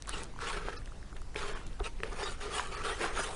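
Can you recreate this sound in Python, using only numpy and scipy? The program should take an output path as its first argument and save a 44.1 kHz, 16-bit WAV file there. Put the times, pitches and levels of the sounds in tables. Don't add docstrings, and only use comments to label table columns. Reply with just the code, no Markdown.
import sys
import numpy as np
from scipy import signal
from scipy.fft import rfft, irfft
from scipy.io import wavfile
from scipy.ndimage import uniform_filter1d

SR = 44100
rng = np.random.default_rng(int(sys.argv[2]) if len(sys.argv) > 2 else 0)


def gain_from_decibels(decibels):
    exponent = np.asarray(decibels, float) / 20
    return 10 ** exponent


def bounce(signal):
    frames = np.transpose(np.atleast_2d(signal))
    limited = np.clip(frames, -1, 1)
    pcm = np.round(limited * 32767).astype(np.int16)
    wavfile.write(sys.argv[1], SR, pcm)


N = 147735


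def evened(x):
    return x / np.sqrt(np.mean(x ** 2) + 1e-20)


def coloured(x, points):
    f, db = np.transpose(points)
    bins_hz = np.fft.rfftfreq(8192, 1 / SR)
    curve_db = np.interp(np.log(bins_hz + 1), np.log(f), db, -60, -60)
    log_gain = curve_db * np.log(10) / 20
    whole = np.r_[log_gain, log_gain[-2:0:-1]]
    taps = np.fft.ifft(np.exp(np.conj(signal.hilbert(whole)))).real
    return evened(signal.oaconvolve(x, taps[:8000])[:N])


def slow(per_s):
    size = max(int(SR / per_s), 2)
    z = uniform_filter1d(rng.standard_normal(N), size)
    return evened(uniform_filter1d(z, size))


def resonate(x, hz, width):
    turn = np.exp(2j * np.pi * np.cumsum(hz * np.ones(len(x))) / SR)
    r = np.exp(-np.pi * width / SR)
    return 2 * (turn * signal.lfilter([1 - r], [1, -r], x / turn)).real


def patchy(x, db):
    z = signal.stft(x, nperseg=512)[2]
    field = uniform_filter1d(rng.standard_normal(z.shape), size=6, axis=0)
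    field = uniform_filter1d(field, size=7, axis=1)
    return signal.istft(z * gain_from_decibels(db * evened(field)), nperseg=512)[1][:N]


def add(mix, s, sound):
    part = mix[round(s * SR):][:len(sound)]
    part += sound[:len(part)]


def room_hiss():
    # frequency in Hz, level in dB per Hz.
    spectrum = [(88, -8), (150, -5), (248, -9), (319, -9.5), (2140, -23), (2960, -25), (3420, -26.5),
                (6770, -29), (11000, -34), (14300, -71), (22000, -120)]
    return gain_from_decibels(-55) * patchy(coloured(rng.standard_normal(N), spectrum), 2.4)


def room_rumble():
    # frequency in Hz, level in dB per Hz.
    spectrum = [(5.9, -42.5), (10, 4), (32, -1.5), (64, -9), (86, -15), (250, -31), (320, -31), (550, -120)]
    level_db = -40.5 + 0.23 * np.tanh(slow(9.3))
    return gain_from_decibels(level_db) * coloured(rng.standard_normal(N), spectrum)


def slosh(length, db, top_hz):
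    low_hz, rise = 402, 0.21
    u = np.arange(0, 1, 1 / (length * SR))
    band = signal.butter(3, (low_hz, top_hz), "band", fs=SR, output="sos")
    dull = signal.sosfilt(band, rng.standard_normal(len(u)))
    return gain_from_decibels(db) * evened(dull) * np.minimum(u / rise, 1) * (1 - u ** 2)


def add_sloshes(mix):
    # start in seconds, length in seconds, level in dB, top in Hz.
    sloshes = [(0.562, 0.083, -50, 2000), (1.155, 0.046, -56, 2580), (1.788, 0.048, -45.5, 1400),
               (2.035, .075, -50, 2700), (2.116, 0.043, -44.5, 1500), (3.065, 0.1, -42, 2000),
               (3.274, 0.09, -42.5, 960)]
    for s, *rest in sloshes:
        add(mix, s, slosh(*rest))


SQUEAK_STRETCH = 1.4


def squeak(length, db, hz):
    rough_width_hz, roughness = 97, 0.56
    u = np.arange(0, 1, 1 / (SQUEAK_STRETCH * length * SR))
    tone = np.sin(2 * np.pi * hz * np.arange(len(u)) / SR)
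    rough = evened(resonate(rng.standard_normal(len(u)), hz, rough_width_hz))
    return gain_from_decibels(db - 3) * np.sin(np.pi * u) * (tone + roughness * rough)


def add_squeaks(mix):
    # middle in seconds, length in seconds,
    # level in dB, pitch in Hz.
    squeaks = [(0.447, 0.043, -46, 1695), (0.514, 0.021, -45, 3100), (0.551, 0.031, -43, 1711),
               (0.775, 0.0079, -58, 6060), (0.775, 0.036, -68, 2630), (1.43, 0.016, -45.5, 3450),
               (1.436, 0.024, -40, 1243), (1.444, 0.062, -54, 1320), (1.867, 0.017, -39, 1310),
               (2.227, 0.069, -52, 2070), (2.233, 0.025, -48, 1210), (2.236, 0.02, -44, 4960),
               (2.236, 0.026, -45, 3620), (2.241, 0.02, -46, 6890), (2.25, 0.05, -47, 4750),
               (2.273, 0.031, -39.5, 3772), (2.521, 0.026, -41, 1244), (2.548, 0.035, -42, 3330),
               (2.744, 0.054, -53, 4570), (2.805, 0.032, -43, 1319), (2.878, 0.059, -44, 1440),
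               (2.88, 0.064, -38.5, 1320), (2.888, 0.02, -46, 4210), (2.889, 0.023, -41, 3620),
               (2.938, 0.03, -41.5, 1912), (3.042, 0.024, -51, 2520), (3.085, 0.026, -43, 1540),
               (3.178, 0.025, -49, 6600), (3.178, 0.022, -33.5, 1300), (3.179, 0.033, -55, 3630),
               (3.18, 0.017, -46, 1650), (3.185, 0.046, -45.5, 2285), (3.192, 0.024, -43, 9020),
               (3.208, 0.063, -38, 1420), (3.211, 0.035, -48, 6780), (3.211, 0.057, -49, 5000),
               (3.233, 0.018, -44, 8300)]
    # middle in seconds, length in seconds, level in dB, pitch in Hz.
    more_squeaks = [(2.585, .01, -35, 2900), (1.846, 0.0089, -43.5, 3750), (1.858, 0.012, -40, 3800),
                    (.435, .03, -43, 1300), (.512, .015, -37, 930)]
    # middle in seconds, length in seconds, level in dB, pitches of its partials
    # in Hz.
    thin_tones = (.776, .018, -57, (1000, 1300, 1720, 2590, 3950, 4370, 4930, 5310, 6030))
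    s, length, db, partials = thin_tones
    notes = squeaks + more_squeaks + [(s, length, db, hz) for hz in partials]
    for s, length, *rest in notes:
        add(mix, s - SQUEAK_STRETCH * length / 2, squeak(length, *rest))


def snap(db, low_hz):
    snap_s = 0.00045
    u = np.arange(300) / SR / snap_s
    burst = rng.standard_normal(300) * u * np.exp(1 - u)
    burst = signal.lfilter(*signal.butter(2, low_hz, "high", fs=SR), burst)
    return gain_from_decibels(db) * burst / abs(burst).max()


def add_snaps(mix):
    # start in seconds, peak in dB, frequency in Hz below which it is thin.
    snaps = [(0.0224, -28, 1470), (.072, -32, 5000), (.0785, -41, 7500), (.0929, -16.5, 5000),
             (0.2307, -31, 4000), (0.2348, -24, 5000), (.242, -32, 5000), (.4027, -45, 7000),
             (0.858, -34, 4500), (1.166, -39, 8500), (1.346, -33, 5500), (1.357, -37, 5500),
             (1.6667, -33.5, 4430), (1.795, -41, 5000), (2.035, -32, 7000), (2.672, -34.5, 4500),
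             (1.217, -40.5, 2500), (2.995, -33, 7000), (2.996, -35, 7000), (3.327, -45, 8000)]
    for s, *rest in snaps:
        add(mix, s, snap(*rest))


def pop(db, hz):
    cycles, glide, crack_db, crack_s = 0.85, 0.04, -12, 0.0012
    t = np.arange(600) / SR
    u = t * hz / cycles
    tone = np.sin(2 * np.pi * hz * t * (1 + glide * u / 4)) * u * np.exp(1 - u)
    crack = rng.standard_normal(600) * np.exp(-t / crack_s)
    return gain_from_decibels(db) * (tone + gain_from_decibels(crack_db) * crack)


def add_pops(mix):
    # start in seconds, peak in dB, pitch in Hz.
    pops = [(.05, -46, 2600), (.058, -43, 2000), (0.338, -42.5, 920), (0.362, -38.5, 960),
            (0.39, -32, 1340), (0.419, -31, 1410), (0.728, -38, 1580), (0.818, -44.5, 1570),
            (0.859, -41.5, 2720), (0.875, -40.5, 1646), (.92, -40.5, 1210), (1.028, -42.5, 1660),
            (1.128, -39, 1300), (1.165, -41.5, 1760), (1.1676, -42, 3450), (1.218, -40.5, 1210),
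            (1.345, -38, 1800), (1.43, -31.5, 3620), (1.614, -41, 1080), (1.677, -44, 3670),
            (1.688, -50, 3530), (1.731, -45.5, 3290), (1.989, -46, 2300), (2.118, -38, 1080),
            (2.131, -40, 5300), (2.412, -33.5, 1500), (2.542, -40, 1720), (2.851, -36, 1390),
            (2.0334, -28, 2460), (0.093, -35, 1500)]
    for s, *rest in pops:
        add(mix, s, pop(*rest))


def knock(db, tick_hz, boom_db, boom_hz):
    # frequency as a ratio to the tick, and their levels in dB.
    mate_ratios = (0.753, 1.26, 2.24)
    mate_levels = (-6, -8.5, -20.5)
    tick_s, tick_rise_s, boom_rise_s, boom_cycles = 0.0015, 0.00052, 0.00077, 25.3
    t = np.arange(5000) / SR
    tick = np.sin(2 * np.pi * tick_hz * t)
    for ratio, mate_db in zip(mate_ratios, mate_levels):
        tick = tick + gain_from_decibels(mate_db) * np.sin(2 * np.pi * tick_hz * ratio * t)
    tick = tick * np.minimum(t / tick_rise_s, 1) * np.exp(-(t / tick_s) ** 2)
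    boom = np.sin(2 * np.pi * boom_hz * t) * (1 - np.exp(-t / boom_rise_s))
    boom *= gain_from_decibels(boom_db - 60 * t * boom_hz / boom_cycles)
    return gain_from_decibels(db) * (tick - boom)


def add_knocks(mix):
    # start in seconds, peak in dB, tick in Hz, boom in dB, boom in Hz.
    knocks = [(.685, -24, 1113, -10.5, 403), (1.3544, -34, 724, -17, 495), (1.3596, -21, 2370, -7.5, 430),
              (1.8003, -37, 3620, 2, 1175), (1.803, -33.5, 1150, 3.5, 710), (1.806, -38.5, 657, 10.5, 396),
              (2.003, -32.5, 1900, -7, 388), (2.034, -18, 1820, -11, 449), (2.2304, -26.5, 1750, -6, 412),
              (2.5958, -19.5, 1480, -1.5, 980), (3.042, -22, 1390, -5.5, 715), (3.192, -31, 900, 4, 643)]
    for s, *rest in knocks:
        add(mix, s, knock(*rest))


def add_thump(mix):
    # start in seconds, length in seconds, level in dB.
    thump = (1.801, .029, -26)
    s, length, db = thump
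    u = np.arange(0, 1, 1 / (length * SR))
    add(mix, s, gain_from_decibels(db) * np.sin(2 * np.pi * u) * np.sin(np.pi * u))


def pressure():
    # start, rise, hold and fall in seconds, pressure in dB.
    strokes = [(0.068, 0.0095, 0.12, .1, -44.5), (0.38, 0.043, 0.12, 0.16, -40.5),
               (0.629, 0.029, 0.058, 0.13, -49), (1.353, 0.013, 0.16, 0.19, -44),
               (1.828, 0.013, 0.03, 0.029, -42), (2.028, 0.0024, 0.015, 0.046, -50.5),
               (2.059, 0.16, 0.06, 0.1, -39.5), (2.396, 0.013, 0.069, 0.045, -49.5),
               (2.431, 0.12, 0.055, 0.14, -41), (2.682, 0.04, 0.099, 0.034, -46.5),
               (2.804, 0.049, 0.069, 0.073, -38.5), (2.937, 0.1, 0.02, 0.068, -36),
               (3.094, 0.078, 0.071, 0.073, -36.5), (3.24, 0.022, 0.092, 0.055, -44.5)]
    swing_db = 20
    t, power = np.arange(N) / SR, np.zeros(N)
    for start, rise, hold, fall, db in strokes:
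        up = np.minimum((t - start - rise) / rise, 0)
        down = np.minimum((start + rise + hold - t) / fall, 0)
        power += gain_from_decibels(np.maximum(db + swing_db * (up + down), -150)) ** 2
    return np.sqrt(power)


def slips():
    per_s, spread_db = 6000, 2.5
    size = gain_from_decibels(spread_db * np.minimum(rng.exponential(1, N), 3)) * rng.standard_normal(N)
    clicks = size * (rng.random(N) < per_s / SR)
    return evened(clicks + 0.37 * rng.standard_normal(N))


def rung(x, hz, width):
    return resonate(x, hz, width) * np.sqrt(SR / np.pi / width / 2)


def scrape():
    # time in seconds, dryness in dB for the bright fizz,
    # bite in dB into the tub's hollow, ring in dB of its wall.
    dryness = [(0, -10, -11, 13), (.1, 7.5, -1, 4), (.2, 4, 1.5, 1), (.43, -4, -6, 2.5), (.5, 5, -6, 0),
               (.65, -7, 6.5, 7), (1.4, 3.5, 3.5, 2.5), (1.54, -2, -1, 2), (1.85, 5.5, -9, -3),
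               (2.06, 3, 17.5, -9), (2.25, 2, -13, -1), (2.42, 10.5, 7, 7.5), (2.48, 0.5, 17, 6.5),
               (2.57, 9.5, -12.5, 6.5), (2.8, 0, 4.5, 5), (2.9, 4.5, 4, -4.5), (3.08, -1, 9.5, 3.5),
               (3.21, 5.5, -7, -5.5)]
    # frequency in Hz, width in Hz, level in dB.
    tub = [(410, 45, -14), (465, 70, -13), (820, 100, -17), (1170, 70, -12), (1330, 90, -11),
           (1700, 100, -15), (2250, 150, -20), (2950, 150, -22), (4200, 200, -25)]
    # frequency in Hz, level in dB per Hz.
    rasp_spectrum = [(88, -29), (150, -3), (281, -14.5), (396, 8.5), (547, -1), (1270, -1.5), (5660, -17),
                     (9030, -18.5), (11000, -96), (14300, -4), (22000, -120)]
    fizz_spectrum = [(1500, -5), (3000, 6), (5000, -4.5), (7000, -3), (9500, -0.5), (11000, -12)]
    hollow_below_hz, judder_db, mode_sway_db = 600, 1.5, 3
    streak_db, streak_sway_db, streak_width_hz = -25, 10.5, 15
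    drift = 0.047

    push = pressure() * gain_from_decibels(judder_db * slow(88))
    drive = slips()
    times, *state = np.transpose(dryness)
    dry_db, bite_db, wall_db = (np.interp(np.arange(N) / SR, times, v) for v in state)

    ring = np.zeros(N)
    for hz, width, db in tub:
        state_db = bite_db if hz < hollow_below_hz else wall_db
        level = gain_from_decibels(db + mode_sway_db * slow(33) + state_db)
        ring += level * rung(drive * push, hz * (1 + drift * slow(6.4)), width)

    for hz in np.geomspace(900, 9500, num=24) * rng.uniform(.97, 1.03, size=24):
        level = gain_from_decibels(streak_db + streak_sway_db * np.clip(slow(37.4), -3, .8))
        level *= (1500 / hz) ** 0.69
        ring += level * rung(drive * push, hz * (1 + drift * slow(3.3)), streak_width_hz)

    rasp = gain_from_decibels(-4.5) * coloured(drive, rasp_spectrum)
    fizz = gain_from_decibels(-12 + dry_db) * coloured(slips(), fizz_spectrum)
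    return ring + patchy(push * (rasp + fizz), 4)


def scene():
    mix = room_hiss() + room_rumble()
    add_sloshes(mix)
    add_squeaks(mix)
    add_snaps(mix)
    add_pops(mix)
    add_knocks(mix)
    add_thump(mix)
    mix += scrape()
    return np.array([mix, mix])


def thin_out(x):
    # middle in seconds, sparse above in Hz, gap from and to in Hz, lift in dB.
    starved = [(.776, 900, 6300, 10200, 5), (.778, 11000, 2800, 3750, 0), (.838, 4000, 6500, 7600, 3),
               (1.138, 2400, 2500, 3000, 3), (1.544, 2500, 5600, 10400, 4), (1.65, 2200, 8000, 9600, 3),
               (2.763, 7000, 4750, 6950, 5), (2.764, 11000, 3700, 4300, 0), (3.08, 3600, 8300, 9000, 4)]
    length_s, kept_share, leak = 0.03, 0.18, 0.02
    out, size = x.copy(), round(length_s * SR)
    window = np.minimum(1.13 * np.sin(np.pi * np.arange(size) / size), 1)
    hz = np.fft.rfftfreq(size, 1 / SR)
    for s, sparse_hz, low_hz, high_hz, lift_db in starved:
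        start = round(s * SR) - size // 2
        at = slice(start, start + size)
        z = rfft(out[at] * window)
        prominence = abs(z) / uniform_filter1d(abs(z), size=40)
        strong = prominence > np.quantile(prominence, 1 - kept_share)
        gain = np.where(hz < sparse_hz, 1, gain_from_decibels(lift_db) * strong)
        outside_gap = (hz < low_hz) | (hz > high_hz)
        gain = np.maximum(gain * outside_gap, leak)
        out[at] += window * irfft(z * (gain - 1), size)
    return out


def top_cut(x):
    return signal.sosfilt(signal.butter(12, 11300, fs=SR, output="sos"), x)


def record(dry):
    taps = signal.firwin(101, 10750, window=("kaiser", 6), fs=SR)
    mono = signal.oaconvolve(thin_out(dry[0]), taps, "same")
    return top_cut(np.array([mono, mono]))


dry = scene()
out = record(dry)
bounce(out)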